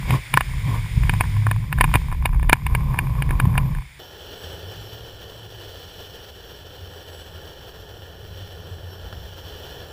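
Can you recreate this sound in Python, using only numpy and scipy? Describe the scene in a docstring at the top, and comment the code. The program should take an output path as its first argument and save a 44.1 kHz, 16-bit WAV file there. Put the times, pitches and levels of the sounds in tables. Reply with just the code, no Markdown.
"""A camera in a hard case rides in a wire shopping cart across a shop entrance: resonant noise booms, grains
buzz and tick through the case modes, and knocks ring them as decaying sines over the air of the hall.
Then, after a cut, a rider on an electric longboard holds it: noise filtered by the case walls roars and
hisses as wheels on asphalt, a wavering tone drones, wind rumbles and gliding tones whine as the motor."""
import sys
import numpy as np
from scipy import signal
from scipy.fft import rfft, irfft, next_fast_len
from scipy.io import wavfile
from scipy.ndimage import map_coordinates

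SR = 44100
rng = np.random.default_rng(int(sys.argv[2]) if len(sys.argv) > 2 else 0)


def file_out(sig):
    """Save sig as 16-bit WAV at sys.argv[1]."""
    # one column per channel
    cols = np.atleast_2d(sig).T
    # limit, then scale
    lim = np.clip(cols, -1, 1)
    pcm = np.round(lim * 32767).astype(np.int16)
    wavfile.write(sys.argv[1], SR, pcm)


N = 437472
CUT_S = 3.992
# share of the rough floor's extra chatter dB that reaches the basket
ROUGH_BOOM_SHARE = 0.43
# modes of the hard case: (frequency [Hz], relative level [dB], t60 [s])
CASE_MODES = [(780, -6, .015), (1010, 1, .021), (1220, -10, .012), (1480, -6, .014), (1730, -1.5, .019),
              (2230, -2.5, .02), (2450, -2.5, .021), (2800, -10, .025), (3050, -15, .022),
              (3650, -14, .016), (4700, -19, .01), (7190, -26, .02), (8300, -19, .018), (9200, -20, .025),
              (9530, -13, .018), (9780, -13, .018), (10300, -15, .018), (10980, -16, .02),
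              (13020, -17, .02), (13720, -17, .018), (14200, -17, .018), (14470, -16, .02),
              (14900, -22, .016)]
# shaking of the rolling cart: (time [s], relative basket boom [dB], frame sway [dB])
CART_SHAKE = [(0, -29, -28.5), (.14, -19, -23.5), (.25, -55, -43), (.35, -19, -33), (.42, -36, -30.5),
              (.55, -29.5, -24), (.9, -30.5, -29), (1.02, -23, -17), (1.4, -27, -28.5), (1.68, -27.5, -25),
              (1.82, -19.5, -20), (2.1, -29, -22), (2.5, -24, -16.5), (2.58, -28.5, -34.5),
              (2.72, -27.5, -17.5), (3.0, -27, -30.5), (3.25, -28.5, -20.5), (3.5, -24, -22.5),
              (3.78, -28, -23), (3.9, -54, -49.5)]
# colour of the hall's air: (frequency [Hz], relative density [dB per Hz])
HALL_COLOUR = [(100, -18), (300, -3), (600, -6), (1000, 0), (1300, -3.5), (2250, 10), (2750, -1.5),
               (3600, 1), (4100, -8), (5100, -4), (6000, -15), (7200, -6.5), (7700, -12.5), (9000, -7.5),
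               (9750, -4), (10700, -20), (12500, -35), (14300, -4.5), (15300, -23), (16000, -74)]


def amp(db):
    """Decibels to gain."""
    return 10 ** (np.asarray(db) / 20)


def unit(x):
    """Scale to rms 1."""
    return x / np.sqrt(np.mean(x ** 2) + 1e-20)


def along(points, hz):
    """Gain of (Hz, dB) points on a log-frequency axis."""
    f, v = np.transpose(points)
    return amp(np.interp(np.log(hz + 1), np.log(f + 1), v))


def curves(rows):
    """One value per sample for each column after the time."""
    s, *cols = np.transpose(rows)
    return [np.interp(np.arange(N) / SR, s, c) for c in cols]


def wobble(knots_per_s):
    """Smooth curve through random knots."""
    count = int(N * knots_per_s / SR) + 4
    return map_coordinates(rng.standard_normal(count), [np.arange(N) * knots_per_s / SR])


def filtered(x, response):
    """Multiply the spectrum of x by a response of frequency."""
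    m = next_fast_len(N + SR // 2)
    return irfft(rfft(x, m) * response(np.fft.rfftfreq(m, 1 / SR)), m)[:N]


def noise(response):
    """Coloured noise of rms 1."""
    return unit(filtered(rng.standard_normal(N), response))


def resonant(modes, f):
    """Causal response of (Hz, width Hz, dB) resonances with alternating signs."""
    return sum((-1) ** k * amp(db) * 1j * f * w / (c * c - f * f + 1j * f * w)
               for k, (c, w, db) in enumerate(modes))


def shaken(modes):
    """Noise of rms 1 inside steep (Hz, width Hz, dB) resonances."""
    def response(f):
        powers = [abs(resonant([(hz, width, 0)], f) ** 2 * amp(db)) ** 2 for hz, width, db in modes]
        return np.sqrt(sum(powers))
    return noise(response)


def tone(hz):
    """A sine of rms 1 on a pitch curve."""
    return np.sqrt(2) * np.sin(2 * np.pi * np.cumsum(hz) / SR)


def grains(rate_hz, spread_db):
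    """Random tiny impacts of uneven size and either sign, rms 1."""
    hits = rng.random(N) < rate_hz / SR
    return unit(hits * rng.choice([-1, 1], N) * amp(spread_db * rng.standard_normal(N)))


def add(track, s, sound):
    """Mix a sound in at time s."""
    part = track[round(s * SR):][:len(sound)]
    part += sound[:len(part)]


def case(f):
    """Response of the camera case to a contact: its modes, widths set by their t60."""
    return resonant([(hz, np.log(1000) / np.pi / t60, db) for hz, db, t60 in CASE_MODES], f)


def knocks(attack_s=0.00078, scatter_db=1.47, pitch_scatter_hz=25, level_db=-1, crack_db=-21, crack_t60=.014,
           thud_hz=300, thud_t60=0.008, treble_share=0.41, treble_db=1,
           scrape_db=7, scrape_t60=0.024, graze_db=-12.5):
    """Basket wire strikes the case: it grazes, rings the modes, scrapes, cracks and thuds; hardness adds treble."""
    # blows on the case: (time [s], relative level [dB], hardness as treble lift [dB], thud [dB])
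    blows = [(0.1061, -25.5, -0.5, 8), (0.3391, -17.5, -1.5, -3), (0.3727, -8, -22, -1.5),
             (0.4077, -22, -1, 2), (1.034, -34, -2, 12), (1.0943, -24, 3.5, 12), (1.1362, -28, -8, 4),
             (1.208, -16.5, -5, 4), (1.2386, -30.5, -23, 0), (1.467, -20.5, -21, 3.5), (1.512, -23, -5, -4),
             (1.7263, -24, -1, 1), (1.785, -27, -8, -6), (1.8092, -11, -3, 3), (1.8407, -18.5, -4.5, 6),
             (1.9393, -18.5, -1.5, -1), (1.9484, -22.5, -10, 11), (1.955, -19, -0.5, 14.5),
             (2.1253, -30.5, -10, 5), (2.256, -19.5, 2, 2), (2.332, -37.5, -17, 5), (2.4286, -33.5, -7, 13),
             (2.4952, -15.5, 0, 6.5), (2.529, -9, 0, 13), (2.665, -25, -2.5, 2), (2.7494, -23, 0, 6),
             (2.943, -28.5, -21, 2), (2.9882, -22, -0.5, 3), (3.2218, -27.5, 0.5, 12),
             (3.2913, -35, -6, 10), (3.307, -28.5, -5.5, 16), (3.399, -21.5, -2.5, 6),
             (3.4536, -32, -7, 17), (3.5534, -28, -31, 0), (3.578, -21.5, 0.5, 5), (3.7488, -38.5, -6, 0)]
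    out, t = np.zeros(N), np.arange(SR // 10) / SR
    hz, mode_db, t60 = np.transpose(CASE_MODES)[:, :, None]
    low = hz[:, 0] < 2000
    reach = (hz > 2000) * np.where(hz > 6000, treble_share, 1)
    rise = 1 - np.exp(-(t / attack_s) ** 2)
    first, lead = SR // 100, SR // 160
    rub_colour = [(400, 0.5), (1100, 5.5), (1800, 8.0), (2400, 5.5), (4200, -2.0), (6000, -2.5),
                  (10000, -0.5), (15000, -4)]
    rub = noise(lambda f: abs(case(f)) ** 0.67 * along(rub_colour, f))
    for s, db, hard_db, thud_db in blows:
        scatter = scatter_db * rng.standard_normal(hz.shape)
        size = amp(mode_db + reach * (hard_db + treble_db) + scatter)
        pitch = hz + pitch_scatter_hz * rng.standard_normal(hz.shape)
        swing = np.sin(2 * np.pi * (pitch * t + rng.random(hz.shape)))
        modes = size * amp(-60 * t / t60) * rise * swing
        # level set by the low modes' first 10 ms
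        ring = modes.sum(0) / np.std(modes[low].sum(0)[:first])
        contact = rub[round(s * SR):][:len(t)]
        # the wire grazes the case just before it lands
        graze = np.sqrt(np.arange(lead) / lead) * contact[-lead:]
        add(out, s - lead / SR, amp(db + graze_db) * graze)
        scrape = amp(scrape_db + hard_db / 2 - 60 * t / scrape_t60) * rise * contact
        dull_noise = signal.lfilter([1], [1, -.9], rng.standard_normal(len(t)))
        crack = amp(crack_db - 60 * t / crack_t60) * rise * dull_noise
        thud = amp(thud_db - 60 * t / thud_t60) * np.sin(2 * np.pi * thud_hz * t)
        add(out, s, amp(db + level_db) * (ring + scrape + crack + thud))
    return out


def rough_floor(edge_s=0.062):
    """Extra chatter in dB and grit gain as the casters roll on and off the door sill and rough stretches."""
    # rough stretches: (start [s], end [s], extra chatter [dB], grit crunch [dB])
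    stretches = [(0.07, 0.187, 8.5, -31), (0.65, 0.787, 16.5, -39.5), (2.677, 3.733, 12.5, -61)]
    t = np.arange(N) / SR
    on = np.array([np.clip(np.minimum(t - start, end - t) / edge_s + .5, 0, 1)
                   for start, end, _, _ in stretches])
    _, _, extra_db, grit_db = np.transpose(stretches)
    return extra_db @ on, amp(grit_db) @ on ** 2


def basket(boom_db=-1, shimmy_db=-1, jolt_hz=115, jolt_peak_s=0.0059, flank_db=-25):
    """Hard wheels on tiles shake the low resonances of basket and frame; a caster shimmies, floor joints jolt."""
    # basket resonances: (frequency [Hz], width [Hz], relative level [dB])
    basket_modes = [(103, 39, -2.5), (132, 26, 4), (160, 47, -9)]
    # sway of the frame on its casters: (frequency [Hz], width [Hz], relative level [dB])
    frame_modes = [(36.2, 15, 2), (61.3, 19.3, 0)]
    # drone of the shimmying caster: (time [s], mean frequency [Hz], relative level [dB])
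    shimmy = [(.45, 110, -45), (.7, 109.9, -22.5), (.95, 106.1, -32), (1.18, 103.1, -21), (1.3, 101.8, -28),
              (1.38, 103.9, -16.5), (1.56, 106.2, -18.5), (1.66, 106, -29), (1.8, 104.9, -78)]
    # drops over floor joints: (time [s], level [dB])
    jolts = [(0.972, -7.5), (1.036, -23), (1.132, -12), (1.952, -5.5), (3.438, -10.5), (3.469, -2.5)]
    boom_level, sway_level = curves(CART_SHAKE)
    boom_level = boom_level + ROUGH_BOOM_SHARE * rough_floor()[0]
    flank_colour = [(100, 11), (200, -10.0), (330, -11.0), (500, 1.0), (700, -17), (1200, -30), (3000, -72)]
    flank = noise(lambda f: along(flank_colour, f))
    out = amp(boom_level + boom_db) * (shaken(basket_modes) + amp(flank_db) * flank)
    out += amp(sway_level) * shaken(frame_modes)
    hz, db = curves(shimmy)
    out += amp(db + shimmy_db + wobble(30.9)) * tone(hz + wobble(25.7))
    t = np.arange(SR // 10) / SR
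    bump = np.sin(2 * np.pi * jolt_hz * t) * np.exp(-(t / jolt_peak_s - 1) ** 2 * 2)
    for s, db in jolts:
        add(out, s, -amp(db) * bump)
    return out


def chatter(level_db=-27, tick_db=-18.0, sing_db=-34, body_db=-5, grit_buzz_db=-4, grit_body_db=-2,
            damping=0.96, turn_s=.198, turn_at_s=2.775, turn_db=3):
    """Loose wires buzz, tick and sing as the basket shakes; rough floor adds caster-turn swells and grit crunch."""
    # thin high ringing: (frequency [Hz], width [Hz], relative level [dB])
    wire_modes = [(11890, 60, 0), (12135, 60, 0)]
    boom_level, _ = curves(CART_SHAKE)
    extra_db, crunch = rough_floor()
    # an uneven caster bears hardest once a turn
    turn = np.cos(2 * np.pi * (np.arange(N) / SR - turn_at_s) / turn_s)
    swell_db = turn_db * turn * extra_db / extra_db.max()
    soft = [(400, -3), (600, -11.0), (830, -5.0), (1100, 3.5), (1600, -17.0), (2400, -14.5), (4000, -39),
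            (6000, -36), (10000, -20), (11000, -4), (12000, -20), (13000, -4), (14000, -20)]
    body_colour = [(120, -24), (220, 2), (350, -4.5), (520, -8.0), (740, -11.5), (1500, -41)]
    # wires that lie against the case damp and broaden its modes
    buzz = unit(filtered(grains(990, 2.5), lambda f: abs(case(f)) ** damping * along(soft, f)))
    body = unit(filtered(grains(760, 4), lambda f: along(body_colour, f)))
    ticks = unit(filtered(grains(35, 5.0), lambda f: case(f) * np.sqrt(along(soft, f))))
    grit = unit(filtered(grains(2500, 1.5), lambda f: along(HALL_COLOUR, f) / np.hypot(1, f / 9000)))
    rattle_db = boom_level + level_db + extra_db + swell_db + 1.9 * wobble(28.26)
    rattle = amp(rattle_db) * (buzz + amp(body_db) * body)
    singing = amp(sing_db + ROUGH_BOOM_SHARE * extra_db) * shaken(wire_modes)
    wires = amp(boom_level) * (amp(tick_db) * ticks + singing)
    crushed = unit(grit + amp(grit_buzz_db) * buzz + amp(grit_body_db) * body)
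    return rattle + wires + crunch * crushed


def wheels(hiss_db=1, grit_db=-2, slap_hiss_db=-11, crack_t60=0.034):
    """Urethane wheels roar and hiss on the grain of the asphalt and slap over cracks."""
    # rolling: (time [s], roar level [dB], relative hiss level [dB])
    roll = [(4.2, -45.5, -47), (4.36, -43, -44), (4.6, -42, -45.5), (4.8, -44.5, -45.5), (5.25, -45, -47.5),
            (6, -46.5, -46), (6.4, -47, -48.5), (7.5, -45, -48.5), (8.15, -46.5, -51.5), (8.4, -46.5, -48),
            (8.65, -45, -50.5), (9.05, -45, -50), (9.35, -45.5, -47.5), (9.7, -42, -45), (9.9, -43, -48)]
    # cracks in the road: (time [s], level [dB])
    cracks = [(9.127, -31.5), (9.524, -46)]
    # roar through the case: (frequency [Hz], relative density [dB per Hz])
    roar_colour = [(100, -23), (240, -10.5), (330, -5), (410, 1.5), (500, 0.5), (630, -5), (850, -7.5),
                   (1050, -14), (1280, -15), (1420, -8), (1560, -13), (1720, -7.5), (1900, -14),
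                   (2020, -47.5), (2600, -29), (5000, -66)]
    # hiss through the case: (frequency [Hz], relative density [dB per Hz])
    hiss_colour = [(1200, -26), (2100, -15.5), (2650, -10.5), (3000, -1), (3500, -0.5), (3720, -14),
                   (4600, -16), (5000, -16), (5600, -13.5), (6800, -22.5), (8200, -18.5), (9000, -33.5),
                   (10000, -19), (11200, -23.5), (15000, -21.5), (15800, -35)]
    # case walls under airborne sound: (frequency [Hz], width [Hz], lift [dB])
    wall_modes = [(3030, 250, 5), (4104, 390, 9), (4590, 250, 9), (5540, 550, 6.5), (6440, 130, 7),
                  (10900, 300, -12), (12400, 260, 10), (13420, 220, 1), (13900, 180, 13),
                  (15040, 410, 14.5)]
    roar_level, hiss_level = curves(roll)
    slaps, t = np.zeros(N), np.arange(SR // 5) / SR
    for s, db in cracks:
        add(slaps, s, amp(db - 60 * t / crack_t60))

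    def walls(f):
        return amp(sum(db / (1 + (2 * (f - c) / w) ** 4) for c, w, db in wall_modes))

    # coarse and smooth patches of asphalt pass under the wheels
    road = rng.standard_normal(N) + amp(grit_db) * grains(970, 2)
    road *= amp(1.14 * wobble(45))
    roar = unit(filtered(road, lambda f: along(roar_colour, f)))
    hiss = unit(filtered(road, lambda f: along(hiss_colour, f) * walls(f)))
    roar_gain = amp(roar_level + 0.18 * wobble(25)) + slaps
    hiss_gain = amp(hiss_level + hiss_db) + amp(slap_hiss_db) * slaps
    return roar_gain * roar + hiss_gain * hiss


def deck(drone_db=-2, wind_db=4, waver_hz=5):
    """Board and camera pole drone as one wavering tone, under a low rumble of wind."""
    # drone: (time [s], relative level [dB], mean frequency [Hz])
    drone_curve = [(4.2, -63, 84), (4.5, -43, 84), (4.9, -38, 112), (5.25, -47, 108), (5.55, -43, 109),
                   (5.85, -47, 88), (6.2, -56, 88), (6.6, -52, 88), (6.85, -36, 88), (7.05, -48, 81),
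                   (7.25, -39.5, 84), (7.5, -52, 89), (8.05, -40.5, 95), (8.4, -38, 97), (8.52, -47, 92),
                   (8.7, -35, 88), (9.15, -44, 90), (9.9, -51, 82)]
    # wind at the camera: (time [s], relative level [dB])
    breeze = [(4.2, -53.5), (4.5, -45.5), (5.3, -49.5), (6.4, -51), (8, -48.5), (8.3, -46.5), (9, -45.5),
              (9.19, -40), (9.35, -47.5), (9.9, -47)]
    # wind through the case: (frequency [Hz], relative density [dB per Hz])
    wind_colour = [(15, -9.5), (30, -13), (55, -0.5), (90, 0), (125, -8), (170, -8.5), (230, -25),
                   (400, -55)]
    drone_level, hz = curves(drone_curve)
    wind_level, = curves(breeze)
    drone = unit(amp(4.0 * wobble(30)) * tone(hz + waver_hz * wobble(35)))
    wind = noise(lambda f: along(wind_colour, f))
    return amp(drone_level + drone_db) * drone + amp(wind_level + wind_db) * wind


def motor(switch_hz=9025, cruise_speed_hz=1310, upper_db=-3, jitter_hz=14):
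    """Rotation puts pairs of whining tones around the switching frequency; they spread with speed."""
    # motor speed, as a tone's distance from the switching frequency: (time [s], distance [Hz])
    speed = [(4, 1430), (4.5, 1210), (4.8, 1456), (5.05, 1423), (5.4, 1323), (5.7, 1300), (6, 1316),
             (6.75, 1315), (7.1, 1236), (7.45, 1307), (8.4, 1333), (8.8, 1280), (9.05, 1395)]
    # pairs: (offset at cruising speed [Hz], share of the speed swing [1], relative level [dB])
    pairs = [(1320, 0.91, -78.5), (1690, 0.49, -83.5), (3320, 0.6, -74), (3560, .55, -66)]
    # narrow resonances that lift gliding tones: (frequency [Hz], width [Hz], lift [dB])
    peaks = [(7785, 120, 16), (10265, 120, 15), (7280, 70, 11), (10770, 70, 9)]
    speed_hz, = curves(speed)
    flutter_hz = jitter_hz * wobble(60)

    def whine(hz):
        lift_db = sum(db / (1 + (2 * (hz - c) / w) ** 2) for c, w, db in peaks)
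        return amp(lift_db) * tone(hz)

    out = np.zeros(N)
    for cruise_hz, share, db in pairs:
        offset_hz = cruise_hz + share * (speed_hz - cruise_speed_hz) + flutter_hz
        pair = whine(switch_hz - offset_hz) + amp(upper_db) * whine(switch_hz + offset_hz)
        out += amp(db + 3.5 * wobble(15)) * pair
    return out


def hall(level_db=7):
    """Ventilation in the entrance hall: coloured noise that rises and falls slowly."""
    # air of the hall: (time [s], relative level [dB])
    hall_level = [(0, -47.5), (1.3, -47.5), (1.72, -55.5), (1.93, -48.5), (2.3, -60), (2.8, -55),
                  (3.98, -56)]
    level, = curves(hall_level)
    return amp(level + level_db) * noise(lambda f: along(HALL_COLOUR, f))


def scene():
    """The cart in the shop, then the ride in the street."""
    shop = knocks() + basket() + chatter() + hall()
    street = wheels() + deck() + motor()
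    return np.where(np.arange(N) / SR < CUT_S, shop, street)[None]


def record(dry, top_hz=15750):
    """The camera clips at full scale, then cuts steeply above its band limit."""
    clipped = np.clip(dry[0], -1, 1)
    return filtered(clipped, lambda f: 1 / (1 + (f / top_hz) ** 100))[None]


dry = scene()
out = record(dry)
file_out(out)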